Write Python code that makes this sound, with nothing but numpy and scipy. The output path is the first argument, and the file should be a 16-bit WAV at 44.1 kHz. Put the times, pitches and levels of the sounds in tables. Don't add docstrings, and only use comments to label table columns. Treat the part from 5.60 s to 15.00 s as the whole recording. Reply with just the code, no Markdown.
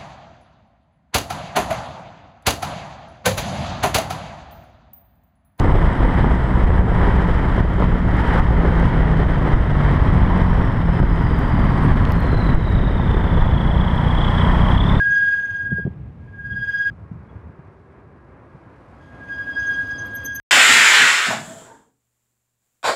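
import sys
import numpy as np
from scipy import signal
from scipy.fft import rfft, irfft, next_fast_len
from scipy.io import wavfile
from scipy.ndimage import uniform_filter1d, minimum_filter1d, map_coordinates

SR = 44100
rng = np.random.default_rng(int(sys.argv[2]) if len(sys.argv) > 2 else 0)


def master_out(mix):
    frames = np.transpose(np.atleast_2d(mix))
    ceiling = np.clip(frames, -1, 1)
    pcm = np.round(ceiling * 32767).astype(np.int16)
    wavfile.write(sys.argv[1], SR, pcm)


N = 414523
TOP_HZ = 14900

# time_s, peak_db, length_s
GUSTS = [(.122, -4, 0.0042), (.609, -2.5, .0032), (.6445, -4, 0.00061), (1.039, -4, .004),
         (1.194, -1.5, .003), (2.007, .5, 0.0025), (2.243, -5, .003), (2.804, 0, 0.0047), (2.887, -4, .003),
         (3.255, -2, 0.0029), (3.937, -.5, .004), (4.821, -1.5, .0035), (5.402, -1.5, 0.0017),
         (5.438, -3.5, 0.0016), (6.316, -3.5, .004), (6.948, .5, .007), (7.823, -4.5, .006)]


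def amp(db):
    return 10 ** (np.asarray(db) / 20)


def unit(x):
    return x / np.sqrt(np.mean(x ** 2) + 1e-20)


def along(points, hz):
    freqs, values = np.transpose(points)
    return np.interp(np.log(hz + 1), np.log(freqs + 1), values)


def curves(rows):
    times, *columns = np.transpose(rows)
    return [np.interp(np.arange(N) / SR, times, column) for column in columns]


def wobble(rate_hz):
    knots = rng.standard_normal(int(N * rate_hz / SR) + 4)
    grid = np.arange(0, len(knots) - 1, 1 / 20)
    return np.interp(np.arange(N) * (rate_hz / SR), grid, map_coordinates(knots, [grid]))


def filtered(x, response):
    size = next_fast_len(N + SR // 2)
    return irfft(rfft(x, size) * response(np.fft.rfftfreq(size, 1 / SR)), size)[:N]


def noise(spectrum, swell=1):
    return unit(filtered(swell * rng.standard_normal(N), lambda hz: amp(along(spectrum, hz))))


def narrow(phase, width_hz):
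    return unit(wobble(width_hz) * np.cos(phase) + wobble(width_hz) * np.sin(phase))


def add(track, start_s, sound):
    part = track[max(round(start_s * SR), 0):][:len(sound)]
    part += sound[:len(part)]


def swells(rows):
    t = np.arange(N) / SR
    return sum(amp(db) * np.exp(-((t - s) / width) ** 2 / 2) for s, db, width in rows)


def around_gusts(side, span_s):
    t = np.arange(N) / SR
    strongest_db = max(db for _, db, _ in GUSTS)
    slopes = [amp(db - strongest_db) * np.exp(-np.abs(t - s) / span_s) * (side * (t - s) > 0)
              for s, db, _ in GUSTS]
    return uniform_filter1d(np.max(slopes, axis=0), size=SR // 100)


def exhaust(firing_hz, phase):
    # time_s, level_db
    load = [(0, -25), (1, -24), (2.2, -28.5), (2.8, -23), (3.8, -25), (4.4, -22), (5, -24), (6.2, -26),
            (6.9, -32), (7.9, -30), (8.2, -27), (9.05, -24.5), (9.3, -22)]
    # time_s, blend (0 coasting, 1 fuelled)
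    fuelling = [(5.3, 0), (5.9, 1)]
    # freq_hz, coasting_db, fuelled_db
    pipe = [(30, -1, 1.5), (42, -3, -2), (58, 2, 1), (76, -7, .5), (90, -3, 1.5), (104, -10, 0),
            (122, -7, -.5), (148, -2, 1), (176, 0, .5), (205, -14, -9), (235, -11, -10), (280, -19, -16),
            (320, -23, -25), (420, -28, -22), (520, -34, -27), (900, -45, -40)]
    # firing_multiple, level_db
    half_orders = [(5.5, -7.5), (6.5, -9), (7.5, -7.5)]
    jitter_rad, uneven_db = .1, 2.4
    load_db, = curves(load)
    fuel, = curves(fuelling)
    coasting, fuelled = np.array(pipe)[:, :2], np.array(pipe)[:, ::2]
    drone = np.zeros(N)
    shaky = phase + jitter_rad * wobble(20)
    for k in range(1, 13):
        order_db = (1 - fuel) * along(coasting, k * firing_hz) + fuel * along(fuelled, k * firing_hz)
        drone += amp(order_db + uneven_db * wobble(9)) * np.sin(k * shaky + rng.uniform(0, 2 * np.pi))
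    for k, db in half_orders:
        drone += fuel * amp(db) * np.sin(k * shaky + rng.uniform(0, 2 * np.pi))
    return np.sqrt(2) * drone * amp(load_db + 1.1 * wobble(26))


def turbo(phase):
    # time_s, pitch_hz, level_db
    whistle = [(0, 8430, -71), (1.5, 7500, -75), (4.7, 5700, -73), (4.97, 5470, -60), (5.22, 5230, -65.5),
               (5.37, 5130, -54), (5.44, 5017, -59), (5.8, 4800, -53), (6.05, 4726, -57), (6.4, 4370, -61),
               (6.6, 4150, -53), (6.81, 4020, -41), (6.99, 3870, -52), (7.05, 3820, -44),
               (7.25, 3720, -45.5), (7.5, 3530, -44), (8, 3316, -39), (8.5, 3280, -38), (8.64, 3300, -29.5),
               (8.73, 3270, -36), (8.8, 3296, -30), (8.87, 3234, -35.5), (9.05, 3216, -36.5),
               (9.2, 3350, -30.5), (9.4, 3590, -35)]
    # cycle_share, bend_hz, throb_db
    arch = [(0, -175, -6), (.3, 20, -9), (.56, 115, -3.5), (.72, 70, .5), (.87, -40, .5), (1, -175, -6)]
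    # pitch_hz, relative_gain
    breath = [(3300, .2), (4000, .15), (5500, .2), (7500, 1.5)]
    whistle_hz, whistle_db = curves(whistle)
    pulse, cycle = np.divmod(phase / (2 * np.pi) + .5, 1)
    depth, strength = rng.standard_normal((int(pulse[-1]) + 1, 2))[pulse.astype(int)].T
    share, bend_hz, throb_db = np.transpose(arch)
    arch_hz = np.interp(cycle, share, bend_hz) * amp(1.5 * depth) * np.minimum(1, 4000 / whistle_hz) ** 2
    fray_hz = (18 + 35 * cycle ** 3) * np.maximum(1, whistle_hz / 5500) ** 7
    whistle_phase = 2 * np.pi * np.cumsum(whistle_hz + arch_hz + fray_hz * wobble(450)) / SR
    throb = amp(np.interp(cycle, share, throb_db) + 2.3 * strength * np.sin(np.pi * cycle ** 2))
    tone = np.sin(whistle_phase) + along(breath, whistle_hz) * narrow(whistle_phase, width_hz=650)
    slow_rotor = np.interp(whistle_hz, [3600, 4100], [1, 0])
    spit_eq = [(1500, -30), (2400, -16), (2750, -9), (3100, 5), (3500, -5), (3850, -8), (4400, -24),
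               (5500, -31), (12000, -65)]
    spit = noise(spit_eq, swell=cycle ** 6 * np.sin(np.pi * cycle))
    return amp(whistle_db) * (unit(throb * tone) + slow_rotor * amp(-10.5) * spit)


def tyres(eddies, surge_db):
    # time_s, roar_db, rush_db
    road = [(0, -28, -33.5), (.3, -30.5, -32.5), (.6, -29.5, -32), (1.25, -33, -36.5), (1.45, -28, -31.5),
            (1.75, -30, -33), (2.45, -35, -35.5), (2.62, -27, -28.5), (2.79, -25, -30), (2.82, -28, -30.5),
            (3, -33, -35), (3.15, -31, -32), (3.8, -32, -33.5), (4.08, -34, -34.5), (4.25, -28.5, -31),
            (4.75, -28.5, -33), (5.45, -33.5, -35.5), (6.15, -27.5, -32), (7.15, -35.5, -35.5),
            (7.6, -31, -35.5), (8.1, -30.5, -35.5), (9, -25, -30.5), (9.4, -27.5, -32.5)]
    # time_s, pitch_hz
    tread_hum = [(0, 982), (1.5, 932.7), (3.8, 931), (4.3, 1068), (4.8, 1044), (5.5, 951), (6.1, 1090),
                 (7.6, 932), (8.6, 988.5), (9.3, 1043)]
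    # freq_hz, gain_db
    tread_eq = [(200, -36), (600, -4.5), (780, -2), (920, 1), (1060, -2.5), (1200, -3.5), (1500, -18.5),
                (2200, -27), (8000, -110)]
    rush_eq = [(700, -23.5), (1300, 2.5), (1550, 1.5), (1950, 2.5), (2150, -3.5), (2400, -12), (2750, -15),
               (3100, -9), (3450, -15.5), (3900, -20), (4400, -27), (5000, -26.5), (6000, -40),
               (14000, -100)]
    spray_eq = [(3500, -13), (5000, 9), (5800, 3.5), (6900, 0), (8400, 3.5), (9500, -2.5), (10300, -2),
                (11400, -8.5), (12700, -8.5), (14000, -16), (15000, -28.5)]
    roar_db, rush_db = np.array(curves(road)) + surge_db
    hum_hz, = curves(tread_hum)
    hum = narrow(2 * np.pi * np.cumsum(hum_hz) / SR, width_hz=190)
    roar = amp(roar_db) * (amp(-1.5) * noise(tread_eq, amp(.41 * eddies)) + amp(-7) * hum)
    rush = amp(rush_db) * noise(rush_eq, amp(eddies + .84 * wobble(200)))
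    spits = 4 * np.maximum(wobble(220) - .8, 0)
    spray = amp(rush_db - 29) * noise(spray_eq, amp(1.9 * eddies + spits))
    return roar + rush + spray


def slush():
    # time_s, level_db
    crumb_levels = [(0, -44.5), (2, -54), (5.3, -56), (5.8, -48), (6.7, -45.5), (7.3, -57), (8.1, -53),
                    (8.8, -49), (9.4, -52)]
    # time_s, level_db
    swish_levels = [(0, -70.5), (2, -81), (5, -74), (6.3, -66), (7.2, -77), (8.1, -68.5), (8.8, -60.5),
                    (9.4, -62)]
    crumbs_per_s = 120
    crumb_eq = [(1000, -25), (4000, 1), (8500, 3), (13000, -2), (15000, -14)]
    swish_eq = [(3000, -25), (5100, 5), (6700, -8.5), (8400, 0), (9500, -13.5), (14000, -22)]
    crumb_db, = curves(crumb_levels)
    swish_db, = curves(swish_levels)
    hits = rng.random(N) < crumbs_per_s / SR
    size_db = 4 * np.minimum(rng.exponential(size=N), 3)
    crumbs = hits * amp(crumb_db + size_db) * rng.choice([-1, 1], N)
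    patter = filtered(crumbs, lambda hz: amp(along(crumb_eq, hz)))
    return patter + amp(swish_db) * noise(swish_eq)


def wind(eddies, surge_db):
    # time_s, buffet_db, flutter_db
    airflow = [(0, -12.5, -24), (.3, -15, -26), (.6, -15, -25), (.9, -17.5, -27.5), (1.45, -14.5, -25.5),
               (2.3, -16.5, -29), (2.9, -16.5, -25.5), (4.1, -15.5, -28), (4.6, -14.5, -27.5),
               (5.6, -18, -30.5), (6.2, -16.5, -29.5), (6.8, -15, -27.5), (7.3, -16.5, -28.5),
               (7.8, -15, -28), (8.35, -19, -28.5), (9.4, -15.5, -29)]
    # time_s, blend (0 at speed, 1 crawling)
    slowing = [(7.7, 0), (8.35, 1)]
    # freq_hz, gain_db
    buffet_eq = [(8, -11.5), (18, 0), (28, 3.5), (50, 3.5), (75, 0.5), (110, -2), (170, -7), (240, -12.5),
                 (330, -21.5), (600, -67.5), (2000, -120)]
    flutter_eq = [(100, -18), (200, -3.5), (280, 0), (400, -1), (600, -5), (850, -9.5), (1300, -14),
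                  (2000, -23), (2800, -36), (12000, -100)]
    crawl_eq = [(40, 0), (80, -2), (120, -5.5), (170, -6), (240, -2)]
    buffet_db, flutter_db = curves(airflow)
    crawl, = curves(slowing)
    wake_db = 3.5 * around_gusts(side=1, span_s=.073)
    pressure = noise(buffet_eq, amp(1.2 * wobble(35)))
    dulled = filtered(pressure, lambda hz: amp(along(crawl_eq, hz)))
    buffet = (1 - crawl) * pressure + crawl * dulled
    flutter = noise(flutter_eq, amp(1.65 * eddies + 1.43 * wobble(160) - 2 * pressure))
    return amp(buffet_db + wake_db) * buffet + amp(flutter_db + surge_db) * flutter


def surges():
    # time_s, flutter_db, road_db, width_s
    rides = [(.12, 5, 0, .035), (.82, -4, -.5, .03), (1.46, 4, 2.5, .035), (2.235, 7, 3.5, .022),
             (3.03, 4, 1, .018), (3.43, 3.5, .5, .04), (3.88, 3.5, 1.5, .025)]
    t = np.arange(N) / SR
    return sum(np.outer([flutter_db, road_db], np.exp(-((t - s) / width) ** 2 / 2))
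               for s, flutter_db, road_db, width in rides)


def thumps():
    # time_s, level_db, width_s
    bursts = [(.1, -17, 0.029), (.66, -23, 0.023), (1.98, -18, 0.017), (4.33, -18.5, 0.028),
              (4.55, -19, 0.04), (5.42, -14.5, 0.016), (6.04, -18.5, 0.039), (6.27, -17, 0.045),
              (6.93, -16.5, 0.038)]
    # freq_hz, gain_db
    thump_eq = [(50, -19), (110, -0.5), (170, 0), (250, -7.5), (400, -17.5), (1000, -56), (3000, -110)]
    return swells(bursts) * noise(thump_eq)


def gusts():
    track, t = np.zeros(N), np.arange(SR // 12) / SR
    for s, db, length in GUSTS:
        age = t / length
        suction = -age * (2 - age) * np.exp(-age)
        puff = .41 * age * np.exp(-age) * rng.standard_normal(len(t))
        add(track, s - length / 2, amp(db) * (suction + puff) / np.abs(suction).max())
    return filtered(track, lambda hz: 1 / (1 + (hz / 1500) ** 6))


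def grit():
    # start_s, peak_db, centre_hz
    impacts = [(.6435, -12, 880), (5.426, -17.5, 696), (5.79, -36, 12520), (5.883, -46, 8480),
               (6.452, -25, 3200), (6.454, -43, 10700), (6.505, -20, 2100), (6.52, -28, 12600),
               (6.521, -30, 5000), (6.604, -40, 13060), (6.668, -34, 3580), (6.947, -36, 7000),
               (7.1, -44.5, 8600), (7.397, -14.5, 765), (7.773, -17, 456)]
    track, t = np.zeros(N), np.arange(SR // 30) / SR
    for s, db, hz in impacts:
        band = signal.butter(2, np.clip([hz * .77, hz * 1.26], 100, SR / 2 - 100), "band", fs=SR)
        high_cut = signal.butter(2, min(2.5 * hz, TOP_HZ), fs=SR)
        ring_s = .002 + 9 / hz
        burst = rng.standard_normal(len(t)) * amp(-60 * t / ring_s)
        tick = signal.lfilter(*high_cut, signal.lfilter(*band, burst))
        add(track, s, amp(db) * tick / np.abs(tick).max())
    return track


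def brake():
    # time_s, level_db, width_s
    chirps = [(6.243, -57, 0.012)]
    pitch_hz = 8620 + 50 * wobble(500)
    return swells(chirps) * unit(np.sin(2 * np.pi * np.cumsum(pitch_hz) / SR))


def scene():
    # time_s, firing_hz
    firing = [(0, 64.2), (1.2, 62), (2, 60), (2.5, 58.6), (3.2, 55.5), (4, 50), (4.4, 47), (5, 43.7),
              (5.5, 41.3), (6, 39.1), (6.27, 38.3), (6.5, 33.8), (6.8, 32.7), (7.5, 30), (9.06, 29.75),
              (9.24, 34.7), (9.4, 35.2)]
    firing_hz, = curves(firing)
    phase = 2 * np.pi * np.cumsum(firing_hz) / SR
    eddies = .35 * wobble(24) + .76 * wobble(70)
    build_db = 4 * around_gusts(side=-1, span_s=.051)
    flutter_surge_db, road_surge_db = surges() + build_db
    engine = exhaust(firing_hz, phase) + turbo(phase)
    car = engine + tyres(eddies, road_surge_db) + grit() + slush() + brake()
    duck = 1 - np.minimum(swells([(s, 0, 2 * length) for s, _, length in GUSTS]), 1)
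    return (car + duck * (wind(eddies, flutter_surge_db) + thumps()) + gusts())[None]


def record(dry):
    ceiling, hold_s, recover_db_per_s = .78, .035, 24.5
    hold, lookahead, ramp = int(hold_s * SR), SR // 500, SR // 300
    needed_db = 20 * np.log10(ceiling / np.maximum(np.abs(dry[0]), ceiling))
    held_db = minimum_filter1d(needed_db, hold, origin=hold // 2 - lookahead)
    recovery_db = recover_db_per_s * np.arange(N) / SR
    gain_db = np.minimum.accumulate(held_db - recovery_db) + recovery_db
    gain = uniform_filter1d(amp(gain_db), ramp)
    fade_out = np.minimum(1, np.arange(N)[::-1] / ramp)
    return filtered(dry[0] * gain * fade_out, lambda hz: hz < TOP_HZ)[None]


dry = scene()
out = record(dry)
master_out(out)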